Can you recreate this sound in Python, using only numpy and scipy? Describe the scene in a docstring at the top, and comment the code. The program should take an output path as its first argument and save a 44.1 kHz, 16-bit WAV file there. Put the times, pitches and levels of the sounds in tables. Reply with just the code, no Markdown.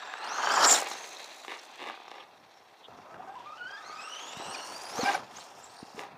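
"""A gear whine and tyre roar race past and rattle away: a small electric truck on cracked asphalt.
In a second place it accelerates up a drive, hits a plastic ramp, revs in the air and lands on grass.
Gear teeth whine at motor speed, knobbly tyres roar and squeal, the plastic chassis knocks.
Wind puffs on the microphone; a far bird chirps twice."""
import sys
import numpy as np
from scipy import signal
from scipy.io import wavfile
from scipy.ndimage import map_coordinates

SR = 44100
rng = np.random.default_rng(int(sys.argv[2]) if len(sys.argv) > 2 else 0)


def file_out(sig):
    """Save sig as 16-bit WAV at sys.argv[1]."""
    # one column per channel
    cols = np.atleast_2d(sig).T
    # limit, then scale
    lim = np.clip(cols, -1, 1)
    pcm = np.round(lim * 32767).astype(np.int16)
    wavfile.write(sys.argv[1], SR, pcm)


N = 272184
TIME = np.arange(N) / SR
SECOND_PLACE_S = 2.88
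MID_MESH_HZ, CUTOFF_HZ = 4000, 15780

# motor speed and tooth load in each run: t/s, mesh f/Hz, load/dB
PASS_BY = [(0, 3687, 5.5), (.17, 3847, 2.5), (.265, 4300, -1), (.298, 5710, 7.5), (.33, 6190, -2),
           (.5, 6830, -14.5), (.62, 6970, -6.5), (.67, 7060, 9), (.74, 7130, 6.5), (.8, 6730, -32.5),
           (.9, 6430, -5), (1.4, 6070, -21)]
RUN_UP = [(3.1, 616.4, -3.5), (3.201, 746.4, 7.5), (3.32, 795, 1), (3.418, 972, 2), (3.47, 1210, 5),
          (3.539, 1278, 3), (3.651, 1494, 4.5), (3.798, 1737, -2), (3.998, 2550, 1.5), (4.13, 2907, 2.5),
          (4.222, 3123, -3), (4.302, 3544, -6.5), (4.421, 3896, -7), (4.601, 4265, -8), (4.899, 4948, -5.5),
          (5.013, 6610, 3.5), (5.054, 4904, -3), (5.109, 5165, -10), (5.159, 5242, 2.5), (5.201, 5500, -48)]
AIRBORNE = [(5.329, 2597, -11), (5.376, 3293, 6), (5.42, 4190, -5), (5.461, 4676, -10), (5.55, 3610, -34),
            (5.632, 3630, -1.5), (5.799, 4515, 0), (5.97, 4420, -12)]
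# rolling truck, near or far: t/s, level/dB, treble level/dB
ROLLING = [(0, -52, -72), (.17, -50.5, -68.5), (.26, -44, -64.5), (.46, -38.5, -50.5), (.6, -34.5, -42.5),
           (.72, -32.5, -26.5), (.79, -33.5, -37.5), (.84, -42, -51), (1.06, -47.5, -54.5),
           (1.42, -53, -59), (1.75, -52.5, -67), (2.25, -61, -80.5), (2.88, -64.5, -77.5),
           (3.6, -60, -76.5), (3.93, -54, -63.5), (4.56, -50, -56), (4.9, -49, -52.5), (5.09, -44.5, -46.5),
           (5.16, -48, -52), (5.21, -56.5, -66), (5.3, -61, -66), (5.39, -54, -56.5), (5.5, -58.5, -64),
           (5.95, -60.5, -65.5), (6.0, -54, -53.5), (6.17, -62.5, -96)]


def amp(db):
    """dB to gain."""
    return 10 ** (np.asarray(db) / 20)


def unit_rms(x):
    """Scale to rms 1."""
    return x / np.sqrt(np.mean(x ** 2) + 1e-20)


def butter(x, hz, kind, order=2):
    """Butterworth filter."""
    return signal.sosfilt(signal.butter(order, hz, kind, fs=SR, output="sos"), x)


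def curves(rows):
    """Columns after t/s, interpolated to every sample."""
    s, *columns = np.transpose(rows)
    return [np.interp(TIME, s, column) for column in columns]


def gate(rows, fade_s=0.13):
    """1 while a curve lasts, fading beyond its ends."""
    return np.clip(np.minimum(TIME - rows[0][0] + fade_s, rows[-1][0] + fade_s - TIME) / fade_s, 0, 1)


def bumps(rows):
    """Sum of smooth humps: centre/s, length/s, height."""
    return sum(height * np.sin(np.pi * np.clip((TIME - s) / length_s + .5, 0, 1)) ** 2
               for s, length_s, height in rows)


def wander(rate_hz):
    """Smooth random curve, spread about 1."""
    steps = np.cumsum(np.broadcast_to(np.clip(rate_hz, 1, 3000), N)) / SR
    return map_coordinates(rng.standard_normal(20000), [steps + 5], order=3)


def ring(clicks, hz, t60_s):
    """One mode: a unit click rings a decaying sine of height 1."""
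    r, w = amp(-60 / (t60_s * SR)), 2 * np.pi * hz / SR
    return signal.lfilter([0, np.sin(w)], [1, -2 * r * np.cos(w), r * r], clicks + 1e-18)


def blurred_tone(hz, width_hz, clean):
    """Tone with a steady power share `clean`; the rest scatters in level and phase."""
    phasor = np.exp(2j * np.pi * np.cumsum(hz) / SR)
    scatter = (wander(width_hz) + 1j * wander(width_hz)) / np.sqrt(2)
    tone = np.sqrt(2) * np.real(phasor * (np.sqrt(clean) + np.sqrt(1 - clean) * scatter))
    return tone * (hz < CUTOFF_HZ)


def banded(spectrum, source, flicker_db):
    """Grains through ten flickering bands; rms 1."""
    hz, db = np.transpose(spectrum)
    common, out = wander(45), 0
    edges_hz = np.geomspace(hz[0], hz[-1], 11)
    for k, (low, high) in enumerate(zip(edges_hz, edges_hz[1:])):
        band = butter(source[k % 2], [low, high], "band")
        level_db = np.interp(np.log(low * high) / 2, np.log(hz), db)
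        out += band * amp(level_db + flicker_db * (common + .4 * wander(15)))
    return unit_rms(out)


def resonant(peaks, source, flicker_db):
    """Grains twice through each flickering resonance; rms 1."""
    common, out = wander(70), 0
    for k, (hz, width_hz, db) in enumerate(peaks):
        t60_s = np.log(1000) / (np.pi * width_hz * 1.3)
        peak = ring(ring(source[k % 2], hz, t60_s), hz, t60_s)
        out += unit_rms(peak) * amp(db + flicker_db * (common + 0.92 * wander(4.366)))
    return unit_rms(butter(out, .6 * peaks[0][0], "high"))


def passed(level_at_s=0.73, turn_s=0.064):
    """0 while the truck approaches, 1 once it shows its tail."""
    return (1 + np.tanh((TIME - level_at_s) / turn_s)) / 2


def gears(run, partials, blurs, idler_db=None):
    """Mesh tone, harmonics and slower gears follow the motor; slow teeth ring clear, fast ones scatter."""
    # wheels lose grip, motor races: centre/s, rise/share of speed, length/s
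    skips = [(0.541, 0.078, 0.057), (0.591, 0.057, 0.061), (0.679, 0.058, 0.1), (0.772, 0.24, 0.054),
             (3.365, .2, 0.048), (3.583, 0.077, 0.048), (3.88, 0.0632, 0.07), (3.958, 0.0528, 0.0524),
             (4.215, 0.074, 0.052), (4.549, 0.088, 0.11), (5.125, 0.29, 0.071)]
    # gear case response: f/Hz, gain/dB
    case = [(1000, 10.5), (1550, 10.5), (2000, -8), (2600, -2), (3000, 4.5), (3700, 0.5), (4200, 0.5),
            (4800, 2), (5600, -0.5), (7300, 3.5), (9500, -3), (14000, -26)]
    # slow motor cogs, teeth let go: centre/s, length/s, dip/dB
    cogging = [(3.165, 0.09, -18), (3.245, 0.1, -26), (3.335, 0.024, -17), (3.39, 0.023, -7),
               (3.44, 0.069, -11)]
    mesh_hz, load_db = curves(run)
    racing = 1 + bumps([(s, length_s, rise) for s, rise, length_s in skips])
    mesh_hz = mesh_hz * racing * (1 + .019 * wander(80))
    case_hz, case_db = np.transpose(case)
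    level_db = curves(ROLLING)[0] + bumps(cogging)
    clean = np.clip(1.2 * (1 - mesh_hz / 2400), .05, .75)
    speed = np.minimum(mesh_hz / MID_MESH_HZ, 1.4)
    out = 0
    for (ratio, db, db_per_octave), blur in zip(partials, blurs):
        hz = ratio * mesh_hz
        drive_db = load_db if ratio >= 1 or idler_db is None else idler_db
        speed_db = db_per_octave * np.log2(mesh_hz / MID_MESH_HZ)
        colour_db = np.interp(np.log(hz), np.log(case_hz), case_db)
        bite_db = (1.8 + 1.1 * speed) * wander(60) + 1.2 * ratio * wander(16)
        tone = blurred_tone(hz, 40 + blur * speed * hz, clean)
        out += amp(level_db + db + drive_db + speed_db + colour_db + bite_db) * tone
    return gate(run) * out


def grains(per_s, spread_db):
    """Tread blocks or grit: random clicks over noise, two independent rows."""
    sizes = amp(spread_db * np.minimum(rng.exponential(1, (2, N)), 5)) * rng.choice([-1, 1], (2, N))
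    clicks = sizes * (rng.random(N) < per_s / SR)
    return unit_rms(clicks) + 0.61 * rng.standard_normal((2, N))


def wheel_throb_db(teeth_per_turn=100):
    """An uneven wheel throbs once a turn, deeper at speed."""
    mesh_hz = curves(PASS_BY + RUN_UP + AIRBORNE)[0]
    turns = np.cumsum(mesh_hz / teeth_per_turn * (1 + 0.18 * wander(22))) / SR
    depth_db = 6.5 * np.minimum(mesh_hz / MID_MESH_HZ, 1) * np.clip(1 + 0.45 * wander(17), 0, 3)
    return depth_db * (np.cos(np.pi * turns) ** 4 - 3 / 8)


def tyres():
    """Hollow tyres roar and hiss, the chassis growls, grit rings the shell, the gear case rasps."""
    # tyre spectra: f/Hz, density/dB
    roar_spectrum = [(120, -25.5), (300, -2.5), (550, 2.5), (800, 6.5), (1000, 0.5), (1400, -43)]
    hiss_spectrum = [(5000, 1), (7000, 0.5), (9000, -7), (11000, -11), (13000, -16), (16000, -12)]
    # roar swells at closest point, hollow ramp, landing: centre/s, length/s, gain/dB
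    swells = [(.64, 0.52, 6.5), (4.5, 1, 8.5), (5.1, 0.68, 14), (6.01, 0.12, 8.5)]
    # resonances of chassis, shell, gear case, gear case from behind: f/Hz, nominal width/Hz, level/dB
    chassis_peaks = [(946, 270, 1), (1289, 310, 2), (1633, 370, 0)]
    shell_peaks = [(2160, 940, 7.5), (2610, 390, 5), (2763, 180, 2), (3400, 960, 7), (3850, 2300, 8)]
    case_peaks = [(4700, 2800, 9), (5535, 480, 2)]
    rear_peaks = [(3890, 540, 8.5), (5400, 420, 8), (6820, 500, -2)]
    level_db, treble_db = curves(ROLLING)
    on_drive = TIME > SECOND_PLACE_S
    behind = passed() * ~on_drive
    tread, sand = grains(per_s=1000, spread_db=1.5), grains(per_s=2800, spread_db=2.0)
    throb_db = wheel_throb_db() * np.where(on_drive, .4, 1)   # the drive is smoother

    far_rumble_db = np.where(on_drive, -56, -61)
    roar_gain = np.hypot(amp(level_db - 3.5 + bumps(swells)), amp(far_rumble_db))
    facing_db = np.where(on_drive, -3.5, 6 - 14 * passed())
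    growl_gain = roar_gain * amp(facing_db) * unit_rms(amp(0.34 * throb_db))
    rasp_gain = amp(0.45 * level_db + 0.55 * treble_db + 4.5) * unit_rms(amp(0.68 * throb_db))
    hiss_gain = amp(treble_db) * unit_rms(amp(throb_db))

    front_rasp = amp(-4 * on_drive) * resonant(case_peaks, sand[::-1], flicker_db=3)
    rear_rasp = amp(-6) * resonant(rear_peaks, sand[::-1], flicker_db=5)
    return (roar_gain * banded(roar_spectrum, tread, flicker_db=1)
            + growl_gain * resonant(chassis_peaks, tread[::-1], flicker_db=1)
            + amp(level_db) * resonant(shell_peaks, sand, flicker_db=2)
            + rasp_gain * ((1 - behind) * front_rasp + behind * rear_rasp)
            + hiss_gain * banded(hiss_spectrum, sand, flicker_db=2))


def wind():
    """Gusts on the microphone: lumpy low noise."""
    # gusts in each place: t/s, level/dB
    street_gusts = [(.4, -84.5), (.7, -70), (1.0, -82.5), (2.4, -76)]
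    drive_gusts = [(2.9, -66), (3.03, -59), (3.6, -69.5), (4.33, -75), (4.4, -64), (4.49, -50), (4.53, -78),
                   (5.1, -52), (5.5, -67.5), (6.17, -59)]
    rumble = butter(rng.standard_normal(N), [90, 300], "band")
    level_db = np.where(TIME > SECOND_PLACE_S, curves(drive_gusts)[0], curves(street_gusts)[0])
    return amp(level_db) * unit_rms(rumble * amp(5 * wander(14)))


def knocks():
    """Each knock strikes every chassis mode with its own strength; sharp ones reach the shell."""
    # knocks: t/s, relative level/dB, brightness/dB, chassis tilt/(dB/octave)
    hits = [(0.138, -28.5, -6.5, 14.5), (0.384, -29.5, -24, 21), (0.404, -27, -28, 12),
            (0.436, -25.5, -22, 21.5), (0.455, -27, -12, 8), (0.472, -16.5, -29, 16),
            (0.505, -26.5, -26, 26), (0.822, -17.5, -34, 1), (0.87, -29.5, -9, 5), (0.914, -22, -16, 3),
            (1.043, -36, -6, -2), (1.448, -35, -6, 6), (1.481, -32.5, -5, -4), (1.521, -33, -20, 4),
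            (1.823, -35.5, -20, -8), (1.898, -26.5, -16.5, 6.5), (1.975, -35.5, -26, 5),
            (2.001, -38, -22, 1), (2.054, -42, -24, 5), (2.08, -37.5, -10, 2), (2.115, -32, -8.5, 0),
            (4.981, -25.5, -17, 7), (2.987, -38, -20, 0), (3.143, -32, -18, 9), (3.896, -36, -30, -2),
            (5.384, -33.5, -20, 6), (5.993, -31.5, -3.5, -3)]
    # modes of chassis and thin shell: f/Hz, level/dB, t60/s
    chassis_modes = [(366, 0.5, 0.023), (575, 2.5, 0.011), (814, 4.5, 0.021), (1182, 1, 0.02),
                     (1589, -6.5, 0.022)]
    shell_modes = [(2050, 5, 0.0043), (2856, -5, 0.013), (3600, -2, 0.0055), (5500, 1, 0.00031)]
    modes = chassis_modes + shell_modes
    s, hit_db, bright_db, tilt = np.transpose(hits + rattles())
    scatter_db = rng.normal(0, 2.0, (len(s), len(modes)))
    out = np.zeros(N)
    for k, (hz, mode_db, t60_s) in enumerate(modes):
        colour_db = tilt * np.log2(hz / 850) if k < len(chassis_modes) else bright_db + 12
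        clicks = np.zeros(N)
        clicks[(s * SR).astype(int)] = amp(hit_db + mode_db + scatter_db[:, k] + colour_db - 7.5)
        out += (-1) ** k * ring(clicks, hz, t60_s)
    return butter(out, 250, "high")   # a small body gives no bass


def squeal():
    """Rubber sticks and slips over a joint and on the ramp."""
    # squeals: t/s, length/s, f/Hz, level/dB of harmonics 1, 2, 3
    bursts = [(0.195, 0.072, 854, -40, -60, -51), (4.541, 0.017, 2454, -34, -39, -50),
              (5.048, 0.028, 779, -22.5, -33, -30.5), (5.062, 0.05, 799, -20.5, -25.5, -38),
              (5.142, 0.018, 766, -22, -26.5, -34)]
    out = np.zeros(N)
    for s, length_s, hz, *levels_db in bursts:
        swell = np.sin(np.pi * np.clip((TIME - s) / length_s, 0, 1)) ** 2
        for harmonic, db in enumerate(levels_db, 1):
            out += swell * amp(db) * np.sin(2 * np.pi * harmonic * hz * TIME)
    return out


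def swish():
    """A noise band falls as the truck goes by."""
    # band centre: t/s, f/Hz, level/dB
    sweep = [(.73, 4400, -40.5), (.83, 2197, -50)]
    hz, db = curves(sweep)
    return gate(sweep, fade_s=.03) * amp(db) * blurred_tone(hz, width_hz=700, clean=0)


def rattles(count=80):
    """Rows for knocks(): showers of small hits, each strongest in its middle."""
    # clatter on cracks, ramp, landing: t/s, length/s, relative level/dB, brightness/dB
    showers = [(1.476, 0.082, -35, -2), (1.787, 0.14, -29.5, -6.5), (2.089, 0.16, -38, -9),
               (3.093, 0.22, -35.5, -27), (5.017, 0.15, -40, 10.5), (5.961, 0.097, -33, -11.5)]
    hits = []
    for s, length_s, db, bright_db in showers:
        places = rng.random(count)
        scatter_db = np.minimum(rng.exponential(1.65, count), 10)
        levels_db = db - 11 + scatter_db + 10 * np.log10(np.sin(np.pi * places))
        hits += [(s + length_s * place, hit_db, bright_db, 0) for place, hit_db in zip(places, levels_db)]
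    return hits


def bird():
    """Short, rough falling notes from afar."""
    # notes: t/s, start f/Hz, end f/Hz, length/s, level/dB
    chirps = [(2.186, 3320, 3040, 0.046, -51.5), (2.823, 3330, 3300, 0.056, -51)]
    out = np.zeros(N)
    for s, start_hz, end_hz, length_s, db in chirps:
        progress = np.clip((TIME - s) / length_s, 0, 1)
        note = blurred_tone(start_hz + (end_hz - start_hz) * progress, width_hz=900, clean=.05)
        out += amp(db) * np.sin(np.pi * progress) ** 2 * note
    return out


def thumps(rise_s=0.00069):
    """A thump as the scene changes, wind puffs and the hollow ramp: low swings that swell and die."""
    # thumps: t/s, relative level/dB, f/Hz, t60/s
    pushes = [(2.884, -51, 460, 0.023), (4.37, -44.5, 178.5, 0.018), (4.398, -44, 332, 0.019),
              (4.987, -38.5, 250, 0.022), (4.992, -38, 491, 0.083), (5.031, -35.5, 253, 0.045),
              (5.828, -40, 257, 0.016), (5.946, -51, 224, 0.029), (5.978, -49.5, 431, 0.091)]
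    out = np.zeros(N)
    for s, db, hz, t60_s in pushes:
        age_s = np.clip(TIME - s, 0, None)
        envelope = amp(db + 14.5 - 60 * age_s / t60_s) * (1 - np.exp(-age_s / rise_s))
        out += envelope * np.sin(2 * np.pi * hz * age_s)
    return butter(out, 90, "high")


def controller_whistle():
    """The speed controller makes the motor windings whistle at part throttle."""
    # switching tone: t/s, f/Hz, level/dB
    switching = [(3.3, 8020, -84), (3.95, 8020, -80)]
    hz, db = curves(switching)
    return gate(switching) * amp(db) * blurred_tone(hz, width_hz=20, clean=0.73)


def whirr():
    """Gear noise rings case and shell resonances in turn on the run-up."""
    # resonances: f/Hz, nominal width/Hz, level re rolling/dB, centre/s, length/s
    peaks = [(1262, 97, 6, 3.96, 0.93), (1506, 110, -1, 3.97, 0.69), (2880, 280, 2, 4.4, 1),
             (5660, 350, -4, 4.52, 1)]
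    noise = rng.standard_normal((1, N))
    out = 0
    for hz, width_hz, db, s, length_s in peaks:
        out += bumps([(s, length_s, amp(db))]) * resonant([(hz, width_hz, 0)], noise, flicker_db=2)
    return amp(curves(ROLLING)[0]) * out


def echoes(x):
    """Add a ground bounce and two house-front echoes, all dulled."""
    dull, out = signal.lfilter([.4], [1, -.6], x), x.copy()
    for lag_s, db in [(.004, -13.5), (.017, -11), (.043, -8.5)]:
        lag = int(lag_s * SR)
        out[lag:] += amp(db) * dull[:N - lag]
    return out


def scene():
    """Truck, wind, bird and hiss at one microphone."""
    # gear partials (ratio < 1: axle, idlers): f/mesh f, level at mid speed/dB, slope/(dB/octave)
    pass_partials = [(1, -11, 14), (2, -19.5, -7.5), (.45, -5, -8), (.23, -21, 9), (.675, -9, 0)]
    run_up_partials = [(1, 2, 0.43), (2, -0.5, 2.5), (3, -9.5, 1), (.655, -22, 22)]
    air_partials = [(1, -3, 23), (2, -7, -10)]
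    passing = gears(PASS_BY, pass_partials, blurs=[.085, .06, .06, .12, .025], idler_db=-22 * passed())
    passing += swish()
    running = gears(RUN_UP, run_up_partials, blurs=[.055, .085, .13, .04])
    flying = gears(AIRBORNE, air_partials, blurs=[.3, .13]) * unit_rms(amp(1.5 * wheel_throb_db()))
    ambience = wind() + thumps() + bird() + amp(-76) * rng.standard_normal(N)
    body = echoes(passing + running + flying + whirr() + knocks())
    return (body + controller_whistle() + tyres() + squeal() + ambience)[None]


def record(dry):
    """A small microphone loses deep bass, rounds peaks and cuts the top."""
    thin = butter(dry, 45, "high", order=1)
    rounded = .48 * np.tanh(thin / .48)
    return signal.sosfilt(signal.cheby2(20, 80, CUTOFF_HZ, fs=SR, output="sos"), rounded)


dry = scene()
out = record(dry)
file_out(out)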